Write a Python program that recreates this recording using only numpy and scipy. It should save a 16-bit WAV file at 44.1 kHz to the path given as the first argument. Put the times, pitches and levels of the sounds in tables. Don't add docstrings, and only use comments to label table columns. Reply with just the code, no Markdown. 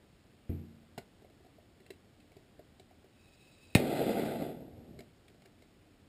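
import sys
import numpy as np
from scipy import signal
from scipy.fft import rfft, irfft
from scipy.io import wavfile
from scipy.ndimage import uniform_filter1d

SR = 44100
rng = np.random.default_rng(int(sys.argv[2]) if len(sys.argv) > 2 else 0)


def wrap_up_sound(samples):
    columns = np.atleast_2d(samples).T
    tamed = np.clip(columns, -1, 1)
    steps = np.round(tamed * 32767).astype(np.int16)
    wavfile.write(sys.argv[1], SR, steps)


N = 268172
T = np.arange(N) / SR
HALF_SECOND = SR // 2
IGNITION_S = 3.7502

# f/Hz, density/dB
ROAR_SPECTRUM = [(120, -25.5), (230, 2.5), (280, -0.5), (420, 1.5), (530, -1.5), (690, -0.5), (800, -6.5),
                 (900, -13.5), (1040, -33.5), (1400, -38.5), (4000, -69)]
# f/Hz, density/dB
LOW_SPECTRUM = [(30, -20), (55, -8), (84, -4.5), (110, -7), (140, -2), (180, -18.5), (230, -7.5), (310, -4),
                (500, -10.5), (1500, -58)]
# f/Hz, density/dB
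SNAP_SPECTRUM = [(900, -27), (1500, 2.5), (2200, 0.5), (3500, 1.5), (4200, 0), (6000, -1.5)]


def undb(db):
    return 10 ** (np.asarray(db) / 20)


def unit(x):
    return x / np.sqrt(np.mean(x ** 2))


def crest(x, size=176):
    return x / np.sqrt(uniform_filter1d(x ** 2, size, mode="constant").max())


def curve(rows):
    return np.interp(T, *np.transpose(rows))


def ramp(start, length):
    return np.clip((T - start) / length, 0, 1)


def walk(rate):
    lowpass = signal.butter(2, rate, fs=SR, output="sos")
    return unit(signal.sosfilt(lowpass, rng.standard_normal(N)))


def filtered_noise(gain):
    return unit(irfft(rfft(rng.standard_normal(N)) * gain, N))


def noise(points):
    hz, db = np.transpose(points)
    f = np.maximum(np.fft.rfftfreq(N, 1 / SR), 1)
    return filtered_noise(undb(np.interp(np.log(f), np.log(hz), db)))


def fade(t60):
    return undb(-60 * T[:HALF_SECOND] / t60)


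def ring(modes):
    response = np.zeros(HALF_SECOND)
    for k, (hz, t60, db) in enumerate(modes):
        mode = undb(db) * fade(t60) * np.sin(2 * np.pi * hz * T[:HALF_SECOND])
        response += (-1) ** k * mode
    return response


def touched(modes, scatter_db=3.5, detune=0.029):
    chance = rng.standard_normal((len(modes), 2))
    varied = []
    for (hz, t60, db), (shift, weight) in zip(modes, chance):
        varied.append((hz * (1 + detune * shift), t60, db + scatter_db * weight))
    return ring(varied)


def strike(body, t60, grit):
    force = grit * fade(t60) * rng.standard_normal(HALF_SECOND)
    force[0] += 1
    return crest(signal.fftconvolve(force, body)[:HALF_SECOND])


def burst(source, t60):
    excerpt = np.roll(source, rng.integers(N))[:HALF_SECOND]
    return crest(excerpt * fade(t60))


def add(out, s, x):
    i = int(s * SR)
    out[i:i + len(x)] += x[:N - i]


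def room(x, wet_db, t60=0.19, gap_s=0.008):
    tail = fade(t60) * rng.standard_normal(HALF_SECOND) * (T[:HALF_SECOND] > gap_s)
    tail = tail / np.linalg.norm(tail)
    return x + undb(wet_db) * signal.fftconvolve(x, tail)[:N]


def air(level_db=-63.0, hum_db=-71):
    # f/Hz, density/dB
    air_spectrum = [(15, -45), (25, -8), (93, 1), (119, -1.5), (225, -2.5), (302, -2.5), (387, -7),
                    (485, -10), (713, -12), (936, -19.5), (2020, -20), (2480, -21), (2840, -21),
                    (5600, -26), (7280, -51), (12300, -120)]
    drone = noise([(65, -35.0), (88, -3), (99, -13.5), (125, -37.0)])
    return noise(air_spectrum) * undb(level_db + 0.096 * walk(2.54)) + undb(hum_db) * drone


def bump(s=.4925, boom_db=-29, thud_db=-38, rustle_db=-62):
    # f/Hz, t60/s, relative level/dB
    table_modes = [(58.7, .25, -32), (86.1, 0.47, -2.5), (145.5, 0.66, -11.5), (175.6, 0.78, -15.5),
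                   (228.6, 0.92, -12.5), (294, 0.45, -10), (338, 0.56, -14.5), (397, .3, -17),
                   (665, 0.31, -17.5)]
    out = np.zeros(N)
    push = signal.windows.hann(90)
    boom = undb(boom_db) * crest(ring(table_modes))
    boom = boom + undb(thud_db) * burst(noise(LOW_SPECTRUM), t60=0.51)
    add(out, s, np.convolve(boom, push / push.sum()))
    rustle = noise([(400, -24), (750, 0.5), (1100, -12), (2600, -9.5), (4000, -28)])
    add(out, s, undb(rustle_db) * burst(rustle, t60=0.46))
    return out


def fidgets(knock_db=-60, tick_db=-70, centre_hz=480, scatter_db=1.5, gap_s=.1):
    # start t/s, end t/s
    spells = [(1.22, 1.55), (2.92, 3.03), (5.22, 5.45)]
    times = np.concatenate([np.arange(start, end, gap_s) for start, end in spells])
    rows = []
    for s, (a, b, c, d) in zip(times, rng.standard_normal((len(times), 4))):
        knock, tick = knock_db + scatter_db * b, tick_db + scatter_db * c
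        rows.append((s + gap_s * a / 4, knock, tick, centre_hz * np.exp(0.15 * d)))
    return rows


def handling(knock_db=1, tick_db=-2, snap_db=-3, lift_db=-41, focus_db=12):
    # t/s, knock level before trim/dB, tick level before trim/dB,
    # f/Hz of the part of the body that rings most
    touches = [(.978, -41.5, -47.5, 630), (.982, -45.5, -46, 695), (1.245, -54, -69, 503),
               (1.404, -59.5, -75, 400), (1.583, -57, -78, 700), (1.803, -58, -64, 400),
               (1.863, -64, -59.5, 550), (1.904, -44.5, -48, 454), (2.202, -75, -65, 550),
               (2.318, -63, -64, 550), (2.367, -51.5, -62.5, 420), (2.592, -49, -66, 610),
               (2.797, -54, -56, 510), (4.99, -48.5, -52.5, 420), (5.005, -50.5, -53.5, 555),
               (5.281, -77, -58.5, 552), (5.42, -64, -62, 601), (5.457, -58.5, -58.5, 403),
               (5.621, -59, -61.5, 500)]
    # f/Hz, t60/s, relative level before focus and scatter/dB
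    body_modes = [(388, 0.051, 2.5), (467, 0.031, -1.5), (599, 0.033, -1.5), (722, 0.038, 0.5)]
    # f/Hz, t60/s, relative level/dB
    fitting_modes = [(1200, 0.0088, -11.5), (1550, 0.017, -8.5), (1920, 0.013, 0.5), (2240, 0.018, 4),
                     (2356, 0.013, -5), (2746, 0.022, -3), (3260, 0.0086, -5.5), (3970, 0.016, 0),
                     (5130, 0.0099, -2)]
    out, snap = np.zeros(N), noise(SNAP_SPECTRUM)
    for s, knock, tick, centre in touches + fidgets():
        body = [(hz, t60, db - focus_db * abs(np.log2(hz / centre))) for hz, t60, db in body_modes]
        add(out, s, undb(knock + knock_db) * strike(touched(body, scatter_db=2.0), t60=0.018, grit=0.13))
        add(out, s, undb(tick + tick_db) * strike(touched(fitting_modes), t60=0.024, grit=0.56))
        add(out, s, undb(tick + snap_db) * burst(snap, t60=0.053))
    thud = crest(ring([(125.5, 0.045, 0), (247, 0.044, 0)]))
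    add(out, touches[0][0], undb(lift_db) * thud)
    return room(out, wet_db=-12.0, t60=0.22)


def gas(waver_db=1.5):
    # f/Hz, width/Hz, peak level/dB
    whistle_modes = [(2565, 100, 3), (3877, 170, -2.5), (4730, 77, -5.5), (5290, 200, -9)]
    open_s, open_rise_s = 3.09, 0.16
    gas_db, build_db_per_s = -68, 1.5
    f = np.fft.rfftfreq(N, 1 / SR)
    tube = np.zeros(len(f))
    for hz, width, db in whistle_modes:
        tube += undb(db) / (1 + ((f - hz) / (width / 2)) ** 2) ** 0.66
    whistle = filtered_noise(tube) * undb(gas_db + waver_db * walk(14))
    build_up = undb(build_db_per_s * (T - open_s))
    return whistle * build_up * ramp(open_s, open_rise_s) * (T < IGNITION_S)


def ignition(crack_db=-20.5, snap_db=-30, pop_db=-12.0, skew=0.36, echo_db=-7, burst_db=-24, boom_db=-24.5):
    # f/Hz, t60/s, relative level/dB
    tube_modes = [(1496, 0.01, -11.5), (1830, 0.036, -12), (2070, 0.0098, -2), (2300, 0.031, -19),
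                  (2460, 0.059, -10), (2710, 0.006, 1), (2896, 0.033, -25), (3880, 0.016, -8),
                  (4160, .04, -16.5), (4170, 0.01, -4), (4940, 0.014, -36)]
    echo_s = .00375
    pop_s, swing_s = 3.7566, .0031
    crack = undb(crack_db) * strike(ring(tube_modes), t60=0.01, grit=0.093)
    crack = crack + undb(snap_db) * burst(noise(SNAP_SPECTRUM), t60=0.11)
    out = np.zeros(N)
    add(out, IGNITION_S, crack)
    add(out, IGNITION_S + echo_s, undb(echo_db) * crack)
    u = np.log(np.maximum(1 + skew * (T - pop_s) / swing_s, 1e-3)) / skew
    flow = np.sin(np.pi * u) * np.exp(-(u / 1.25) ** 4)
    pop = np.gradient(flow)
    pop = undb(pop_db) * pop / pop.max()
    add(pop, IGNITION_S + echo_s, undb(burst_db) * burst(noise(ROAR_SPECTRUM), t60=0.044))
    table_boom = crest(ring([(101, 0.12, 0)]))
    add(pop, pop_s - swing_s, undb(boom_db) * table_boom)
    return room(out, wet_db=-10.0, t60=0.17) + room(pop, wet_db=-19.0)


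def puff(start_s=4.87, rise_s=.035, t60=.8, level_db=-48.5):
    dying = undb(-60 * np.maximum(T - start_s, 0) / t60)
    breath = noise([(40, -22), (82, -4), (140, -8), (250, -11), (700, -54)])
    return undb(level_db) * breath * ramp(start_s, rise_s) * dying


def flame(flicker_db=1.1, sputter_db=2.0):
    # t/s, level re full flow/dB
    flow_rows = [(3.8, -1.5), (4.02, -0.5), (4.3, -3), (4.37, -6.5), (4.43, -6), (4.53, -14), (4.72, -26),
                 (4.99, -30)]
    # f/Hz, density/dB
    jet_spectrum = [(700, -18), (1050, -9.5), (1220, 1.5), (1550, 2.5), (1750, -5.5), (2020, 6),
                    (2250, -2.5), (2600, 1), (3000, -4.5), (3500, 0), (3850, -5), (4100, -1), (4400, -9),
                    (4800, -4), (5400, -15.5)]
    # f/Hz, density/dB
    full_spectrum = [(30, -32), (60, -19), (85, -10), (122, -5.5), (142, 2), (178, -5.5), (228, 0),
                     (280, 0), (400, -23.5), (1500, -70)]
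    roar_db, roar_law = -33, 1.08
    jet_db, jet_law = -46, 1.44
    flutter_db, flutter_law = -39, 0.57
    shut_s = 4.99
    flow, eddies = curve(flow_rows), flicker_db * walk(31)
    roar = noise(ROAR_SPECTRUM) * undb(roar_db + roar_law * flow + eddies + sputter_db * walk(85))
    jet = noise(jet_spectrum) * undb(jet_db + jet_law * flow + .5 * eddies + 1.55 * walk(300))
    closing = ramp(4.53, 0.55)
    body = np.sqrt(1 - closing) * noise(full_spectrum) + np.sqrt(closing) * noise(LOW_SPECTRUM)
    flutter = body * undb(flutter_db + flutter_law * flow + eddies)
    burning = ramp(IGNITION_S, 0.005) * (1 - ramp(shut_s, 0.088))
    roar_in_room = room(roar * burning, wet_db=-11.5, t60=0.28)
    jet_in_room = room(jet * burning, wet_db=-6, t60=0.25)
    return roar_in_room + jet_in_room + flutter * burning


def scene():
    return (air() + bump() + handling() + gas() + ignition() + puff() + flame())[None]


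def record(dry):
    hold_hz, top_hz = 12000, 15000
    slow = signal.resample_poly(dry, hold_hz, SR, axis=1)
    slow = signal.sosfilt(signal.butter(1, 5750, fs=hold_hz, output="sos"), slow)
    held = np.repeat(slow, 4, axis=1)
    held = signal.resample_poly(held, SR, 4 * hold_hz, axis=1)[:, :N]
    return signal.sosfilt(signal.ellip(10, .2, 70, top_hz, fs=SR, output="sos"), held)


dry = scene()
out = record(dry)
wrap_up_sound(out)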